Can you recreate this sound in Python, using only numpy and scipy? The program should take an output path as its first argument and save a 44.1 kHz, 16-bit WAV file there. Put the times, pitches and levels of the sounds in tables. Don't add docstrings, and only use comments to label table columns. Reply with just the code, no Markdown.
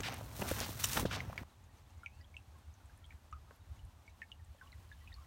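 import sys
import numpy as np
from scipy import signal
from scipy.fft import rfft, irfft, next_fast_len
from scipy.io import wavfile
from scipy.ndimage import map_coordinates

SR = 44100
rng = np.random.default_rng(int(sys.argv[2]) if len(sys.argv) > 2 else 0)


def to_wav(s):
    ch = np.atleast_2d(s).T
    pcm = np.round(np.clip(ch, -1, 1) * 32767)
    wavfile.write(sys.argv[1], SR, pcm.astype(np.int16))


N = 232318
WALK_END_S = 1.437

# t/s, level/dB, nominal f/Hz, share by which pitch rises per ring time
BUBBLES = [(1.771, -61, 6060, 0), (2.033, -45, 1380, -0), (2.061, -32.5, 2280, -0.24),
           (2.2085, -58, 1940, 0), (2.212, -55, 4650, -0.1), (2.2445, -56.5, 3270, 0.2),
           (2.342, -50.5, 2210, -0), (2.3669, -37.5, 2660, 0.12), (2.7399, -56, 5900, -0.2),
           (2.896, -57.5, 1640, 0.25), (3.0428, -51.5, 3150, -0.1), (3.0525, -54, 3320, 0.09),
           (3.106, -48.5, 2324, 0.45), (3.106, -57.5, 1840, -0.2), (3.3262, -39.5, 1261, 0.49),
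           (3.364, -56, 1255, 0.45), (3.792, -57, 2940, 0.3), (4.078, -49, 2236, 0.17),
           (4.2178, -37, 1784, -0.2), (4.2182, -48, 2560, -0.15), (4.229, -49.5, 2180, 0.3),
           (4.3174, -40, 2860, -0.2), (4.612, -47, 1460, -0.76), (4.6202, -56.5, 1065, -0.03),
           (4.66, -56, 1136, -0), (4.6727, -57, 2870, 0), (4.7206, -51.5, 3990, -0),
           (4.7272, -51, 2000, -0.4), (4.9153, -46, 1700, -0), (4.9253, -55.5, 3640, 0.2),
           (5.038, -59.5, 1170, 0.47), (5.0749, -48, 2540, 0.2), (5.1196, -51.5, 1843, -0.16),
           (5.1273, -50.5, 3710, 0.2), (5.141, -45.5, 4280, -0.1), (5.183, -54, 1190, 0.13)]
# heel t/s, flat t/s, level/dB
STEPS = [(0.42, 0.48, -44.5), (0.974, 0.995, -40)]
STEP_RISE_DB_PER_S, STEP_FALL_DB_PER_S = 480, 340


def amp(db):
    return 10 ** (np.asarray(db) / 20)


def unit(x):
    return x / np.sqrt(np.mean(x ** 2) + 1e-20)


def clock():
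    return np.arange(N) / SR


def curves(rows):
    s, *cols = np.transpose(rows)
    return [np.interp(clock(), s, c) for c in cols]


def wobble(knots_per_s):
    knots = rng.standard_normal(int(N * knots_per_s / SR) + 4)
    return map_coordinates(knots, [np.arange(N) * knots_per_s / SR])


def filtered(x, response):
    m = next_fast_len(len(x) + SR // 10)
    return irfft(rfft(x, m) * response(np.fft.rfftfreq(m, 1 / SR)), m)[:len(x)]


def shaped(x, points):
    f, db = np.transpose(points)
    return filtered(x, lambda hz: unit(amp(np.interp(np.log(hz + 1), np.log(f), db))))


def coloured(x, points):
    return unit(shaped(x, points))


def resonance(f, hz, width_hz):
    return 1j * f * width_hz / (hz * hz - f * f + 1j * f * width_hz)


def resonant_noise(count, hz, breadth):
    return filtered(rng.standard_normal(count), lambda f: resonance(f, hz, breadth * hz) ** 2)


def add(track, s, sound):
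    part = track[max(round(s * SR), 0):][:len(sound)]
    part += sound[:len(part)]


def together(*gains):
    return np.sqrt(sum(g ** 2 for g in gains))


def swells(rows, rise_db_per_s, fall_db_per_s):
    t = clock()
    gains = []
    for start, end, db in rows:
        before = rise_db_per_s * np.maximum(start - t, 0)
        after = fall_db_per_s * np.maximum(t - end, 0)
        gains.append(amp(db - before - after))
    return together(*gains)


def crackle(rate_per_s, spread_db, rub):
    sizes = amp(spread_db * np.minimum(rng.standard_normal(N), 2)) * rng.choice([-1, 1], N)
    fractures = unit(sizes * (rng.random(N) < rate_per_s / SR))
    return unit(fractures + rub * rng.standard_normal(N))


def cracks(rows, breadth):
    out, t = np.zeros(N), np.arange(SR // 10) / SR
    for s, db, hz, t60_s in rows:
        burst = amp(-60 * t / t60_s) * resonant_noise(len(t), hz, breadth)
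        add(out, s, amp(db - 3.5) * burst / np.abs(burst).max())
    return out


def outdoor_rumble():
    # f/Hz, level/dB
    spectrum = [(20, -60), (30, -41), (40, -5.5), (52, -10), (72, 0.5), (84, -2), (97, -7), (150, -23.5),
                (300, -50), (800, -92)]
    # start t/s, end t/s, level/dB
    surges = [(3.05, 3.085, -54), (3.32, 3.46, -52), (3.7, 3.72, -47), (3.83, 3.86, -48),
              (4.48, 4.52, -53.5), (5.08, 5.18, -54)]
    start_db, growth_db_per_s, lump_db, lumps_per_s, surge_db_per_s = -58.5, 0.56, 3.5, 27, 370
    level_db = start_db + growth_db_per_s * (clock() - WALK_END_S) + lump_db * wobble(lumps_per_s)
    gain = together(amp(level_db), swells(surges, surge_db_per_s, surge_db_per_s))
    return shaped(gain * rng.standard_normal(N), spectrum)


def stream():
    # t/s, wash level/dB, fizz level/dB
    flow = [(1.44, -68.5, -96), (3.0, -68.5, -84), (4.33, -68, -108), (4.45, -70, -77), (4.8, -68.5, -75),
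            (5.27, -69.5, -74)]
    # f/Hz, level/dB
    wash_spectrum = [(60, -10), (200, 8.5), (300, 4.5), (420, -1), (850, 4.5), (1400, -2), (2200, -6),
                     (4000, -8.5), (4900, -11.5), (6000, -11), (9300, -14), (10400, -18), (11500, -15),
                     (15800, -20)]
    fizz_spectrum = [(500, -34), (1200, -1.5), (3000, 2), (6000, -5), (15000, -8.5)]  # f/Hz, level/dB
    wash_db, fizz_db = curves(flow)
    wash = amp(wash_db + 0.99 * wobble(20)) * coloured(rng.standard_normal(N), wash_spectrum)
    fizz = amp(fizz_db) * coloured(crackle(rate_per_s=400, spread_db=1.5, rub=0.81), fizz_spectrum)
    return wash + fizz


def glide():
    # start t/s, end t/s, first f/Hz, last f/Hz, level/dB
    slides = [(1.9, 2.3, 1850, 3300, -76.5), (4.9, 5.14, 3270, 2840, -81)]
    waver_db = 3.5
    out = np.zeros(N)
    for start, end, first_hz, last_hz, db in slides:
        u = np.clip((clock() - start) / (end - start), 0, 1)
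        pitch_hz = first_hz * (last_hz / first_hz) ** u * (1 + .025 * wobble(250))
        tone = unit(np.sin(2 * np.pi * np.cumsum(pitch_hz) / SR))
        out += amp(db + waver_db * wobble(60)) * np.sin(np.pi * u) * tone
    return out


def spray(count, db):
    when, size, loud = rng.random((count, 3)).T
    s = WALK_END_S + (N / SR - WALK_END_S) * when
    ticks = np.transpose([s, db - 5 * loud, 5500 * 1.6 ** size, np.full(count, 0.016)])
    return cracks(ticks, breadth=0.19)


def splashes():
    # t/s, level/dB, centre f/Hz, t60/s
    drops = [(2.976, -52, 9250, .006), (3.063, -54, 8500, 0.012), (3.124, -51, 2000, 0.0077),
             (3.3267, -51.5, 2470, 0.049), (3.509, -43.5, 1230, 0.011), (3.509, -47, 496, 0.015),
             (3.562, -53, 12500, .005), (3.85, -56, 9200, 0.022), (4.2995, -59, 1100, 0.014),
             (4.545, -57, 547, 0.052)]
    click_db, click_hz, click_t60_s = -19, 6000, 0.0098
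    clicks = [(s, db + click_db, click_hz, click_t60_s) for s, db, _, _ in BUBBLES]
    return cracks(drops + clicks, breadth=0.35)


def trickle(start_s, end_s, db, count):
    when, size, loud, drift = rng.random((count, 4)).T
    s = start_s + (end_s - start_s) * when
    hz = 1000 * 7 ** size
    t60_s = 0.15 * np.sqrt(1000 / hz)
    return np.transpose([s, db - 7 * loud - 9 * size, hz, t60_s, 0.93 * (drift - .5)])


def ring_time(db, hz):
    soft_1khz_t60_s, shrink_power, loss_db = 0.088, 0.98, -32
    return soft_1khz_t60_s * (1000 / hz) ** shrink_power / (1 + 0.35 * amp(db - loss_db))


def bubbles(rows, pinch, onset_cycles):
    out, t = np.zeros(N), np.arange(SR // 8) / SR
    for s, db, hz, t60_s, rise in rows:
        shiver = np.interp(t * 300, np.arange(40), rng.standard_normal(40))
        drift = rise * (t / t60_s - .15)
        pitch_hz = hz * (1 + pinch * np.exp(-t / 0.00082) + drift + 0.0086 * shiver)
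        softness = onset_cycles * (1 + amp(-62.0 - db))
        swell = 1 - np.exp(-(t * hz / softness) ** 1.5)
        surfacing = np.exp(-(t / (0.72 * t60_s)) ** 4)
        ring = np.sin(2 * np.pi * np.cumsum(pitch_hz) / SR)
        add(out, s, amp(db - 60 * t / t60_s) * swell * surfacing * ring)
    return out


def banks(x, t60_s):
    t = np.arange(SR // 3) / SR
    tail = rng.standard_normal(len(t)) * amp(-60 * t / t60_s) * (t > .003)
    return signal.fftconvolve(x, tail / np.linalg.norm(tail))[:N]


def creek():
    plinks = [(s, db, hz, ring_time(db, hz), rise) for s, db, hz, rise in BUBBLES]
    steady = trickle(WALK_END_S, N / SR, db=-64, count=80)
    late = trickle(5.0, N / SR, db=-62.5, count=20)
    near = bubbles(plinks, pinch=.12, onset_cycles=.9)
    near += bubbles(np.vstack([steady, late]), pinch=0.051, onset_cycles=0.68)
    near += splashes() + spray(count=12, db=-56.5)
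    return near + amp(-10) * banks(near, t60_s=0.075) + glide() + stream() + outdoor_rumble()


def trousers():
    # start t/s, end t/s, level/dB, first f/Hz, last f/Hz
    passes = [(0.03, 0.092, -42.5, 1940, 2880), (0.607, 0.66, -46.5, 2780, 4330),
              (1.106, 1.169, -44, 1890, 3550)]
    out = np.zeros(N)
    for start, end, db, first_hz, last_hz in passes:
        u = np.linspace(0, 1, max(round((end - start) * SR), 2))
        early = unit(resonant_noise(len(u), first_hz, 1.03))
        late = unit(resonant_noise(len(u), last_hz, 1.03))
        cloth = np.sqrt(1 - u) * early + np.sqrt(u) * late
        add(out, start, amp(db) * signal.windows.tukey(len(u), .2) * cloth)
    return out


def stem():
    # f/Hz, width/Hz, relative level/dB
    modes = [(1160, 820, -8.5), (2920, 200, 1), (3750, 270, -5), (5830, 370, 1), (7230, 210, 0),
             (8100, 500, -5.5), (9000, 590, -10.5), (9700, 270, -5), (12440, 1700, -13.5),
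             (15100, 1300, -13)]
    t = clock() - .8425
    stroke = amp(-60 * np.maximum(-t / 0.021, t / 0.035))

    def body(f):
        return sum((-1) ** k * amp(db) * resonance(f, hz, width) for k, (hz, width, db) in enumerate(modes))

    return amp(-24.0) * stroke * unit(filtered(rng.standard_normal(N), body))


def stride_rumble():
    # t/s, level/dB
    stride = [(0, -46.5), (0.35, -49.5), (0.72, -48), (0.9, -44), (1.17, -46), (1.29, -43), (1.36, -53)]
    # f/Hz, level/dB
    spectrum = [(20, -38), (40, -21), (60, -3), (85, -2.5), (103, 0), (125, -7.5), (170, -16.5), (300, -29),
                (800, -63)]
    step_db = -2
    steps = amp(step_db) * swells(STEPS, STEP_RISE_DB_PER_S, STEP_FALL_DB_PER_S)
    return together(amp(curves(stride)[0]), steps) * coloured(rng.standard_normal(N), spectrum)


def boots():
    # t/s, level/dB, pitch factor [1], ring time factor [1]
    footfalls = [(0.002, -27, 0.79, 0.86), (0.391, -34.5, 0.7, 2.2), (0.421, -27, 1.32, 0.8),
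                 (0.513, -22, 1.02, 1.08), (0.61, -31, 1.44, 0.64), (0.69, -34.5, 1.62, 0.86),
                 (0.973, -25, 1.8, 0.56), (1.008, -33.5, 0.9, 1.0), (1.026, -30.5, 0.81, 1.9),
                 (1.052, -22, 0.99, 1.1), (1.413, -38.5, 0.38, 3.2)]
    # f/Hz, relative level/dB, t60/s
    ground = [(73.5, -7, 0.062), (180.5, 1, 0.02), (293, -3, 0.022), (500, -5, 0.02)]
    # t/s, level/dB, f/Hz
    knocks = [(0.084, -32, 735), (0.21, -34.5, 604), (0.974, -32, 1310), (1.173, -37, 694),
              (1.204, -35.5, 2090), (1.298, -41, 686), (1.329, -42.5, 1070), (1.378, -34, 2220),
              (1.433, -46, 1010)]
    knock_t60_s = 0.02
    hits = [(s, db, hz, knock_t60_s) for s, db, hz in knocks]
    for s, db, pitch, ring in footfalls:
        hits += [(s, db + level, hz * pitch, t60_s * ring) for hz, level, t60_s in ground]
    out, t = np.zeros(N), np.arange(SR // 5) / SR
    for s, db, hz, t60_s in hits:
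        grit = unit(resonant_noise(len(t), hz, 0.73))
        envelope = amp(db + 3.0 - 60 * t / t60_s) * (1 - np.exp(-2 * t * hz))
        add(out, s, envelope * (np.sin(2 * np.pi * hz * t) + 0.51 * grit))
    return out


def gait():
    # start t/s, end t/s, level/dB
    rolls = [(0.065, 0.145, -49), (0.585, 0.63, -46.5), (1.13, 1.17, -46.5)]
    # start t/s, end t/s, brush level/dB, crunch level/dB, fall/(dB/s)
    sweeps = [(0.366, 0.447, -52, -59.5, 192), (0.48, 0.499, -46, -46, 200.5),
              (0.529, 0.596, -49.5, -53, 92), (0.684, 0.711, -51.5, -57, 111.5),
              (0.806, 0.889, -46.5, -49.5, 147.5), (0.923, 1.006, -43, -45, 423.5)]
    roll_rise_db_per_s, roll_fall_db_per_s, sweep_rise_db_per_s = 296.5, 208.5, 418.5
    roll_press_db, roll_brush_db, sweep_press_db = -3, -25, -20
    rest_press_db, rest_crunch_db, rest_brush_db, rest_fade_db_per_s = -57.5, -62, -61.5, 5
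    step = swells(STEPS, STEP_RISE_DB_PER_S, STEP_FALL_DB_PER_S)
    roll = swells(rolls, roll_rise_db_per_s, roll_fall_db_per_s)
    blades, breaking = np.zeros(N), np.zeros(N)
    for start, end, brush_db, crunch_db, fall in sweeps:
        blades = together(blades, swells([(start, end, brush_db)], sweep_rise_db_per_s, fall))
        breaking = together(breaking, swells([(start, end, crunch_db)], sweep_rise_db_per_s, fall))
    press = together(step, amp(roll_press_db) * roll, amp(sweep_press_db) * blades, amp(rest_press_db))
    crunch = together(roll, breaking, amp(rest_crunch_db))
    rest_brush = amp(rest_brush_db - rest_fade_db_per_s * clock())
    brush = together(blades, amp(roll_brush_db) * roll, rest_brush)
    return press, crunch, brush


def stalks(count, db, spread_db):
    crunching = gait()[1][:round(WALK_END_S * SR)]
    when, pitch, size = rng.random((count, 3)).T
    load = np.cumsum(crunching)
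    at = np.searchsorted(load, when * load[-1])
    level_db = 20 * np.log10(crunching[at]) + db - spread_db * size
    hz = 1200 * 7 ** pitch
    t60_s = 0.008 * np.sqrt(2000 / hz)
    return cracks(np.transpose([at / SR, level_db, hz, t60_s]), breadth=0.5)


def straw():
    # f/Hz, level/dB
    press_spectrum = [(100, -10.5), (220, 2.5), (380, -5), (550, -3.5), (900, -4), (1500, -11.5),
                      (4000, -49)]
    # f/Hz, level/dB
    crunch_spectrum = [(400, -14), (900, -3.5), (1600, -0.5), (3000, -5), (4800, -13), (6000, -10),
                       (8500, -32), (16000, -65)]
    # f/Hz, level/dB
    brush_spectrum = [(1500, -8), (4000, 6), (4900, 1.5), (5800, 5.5), (7200, 2.5), (9000, 3.5), (10300, 0),
                      (12000, 3.5), (15800, 3)]
    # t/s, level/dB, centre f/Hz, t60/s
    snaps = [(.0045, -32, 6500, 0.027), (.004, -30, 1790, 0.02), (.0335, -32, 2770, 0.014),
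             (.1425, -31, 10500, 0.007), (.254, -47, 11000, 0.024), (.284, -50, 2000, 0.012),
             (.418, -29, 2020, 0.027), (.424, -31.5, 2130, 0.013), (.489, -27.5, 10000, 0.027),
             (.5126, -28.5, 1450, 0.014), (.516, -28, 10000, .007), (.6032, -20, 5600, 0.0061),
             (.842, -19.5, 13000, 0.007), (.856, -20, 7040, 0.0058), (.9315, -23.5, 5830, 0.024),
             (.969, -21.5, 1560, 0.022), (.973, -23.5, 3350, 0.028), (1.054, -29, 1060, 0.035),
             (1.055, -34.5, 3500, 0.11), (1.112, -32, 1620, 0.012), (1.379, -37.5, 1820, 0.11)]
    pressing, crunching, brushing = gait()
    clumps = wobble(130)
    mat = coloured(crackle(rate_per_s=900, spread_db=2.0, rub=0.85), press_spectrum)
    press = pressing * amp(2.3 * clumps) * mat
    breaking = coloured(crackle(rate_per_s=1100, spread_db=6, rub=1.0), crunch_spectrum)
    crunch = crunching * amp(-1.5 + 0.7 * clumps) * breaking
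    blades = coloured(crackle(rate_per_s=1900, spread_db=3.5, rub=0.6), brush_spectrum)
    brush = brushing * amp(2.1 + 1.5 * clumps) * blades
    return press + crunch + brush + amp(-0.5) * cracks(snaps, breadth=0.71)


def scene():
    walking = np.clip((WALK_END_S - clock()) / .003, 0, 1)
    walk = trousers() + stem() + stride_rumble() + boots()
    walk += stalks(count=60, db=12.5, spread_db=10.5) + straw()
    return (walking * walk + (1 - walking) * creek())[None]


def record(dry):
    low_cut_hz, top_hz = 23.7, 15850

    def band(hz):
        return (hz < top_hz) * (1j * hz / (low_cut_hz + 1j * hz)) ** 2

    return np.array([filtered(channel, band) for channel in dry])


dry = scene()
out = record(dry)
to_wav(out)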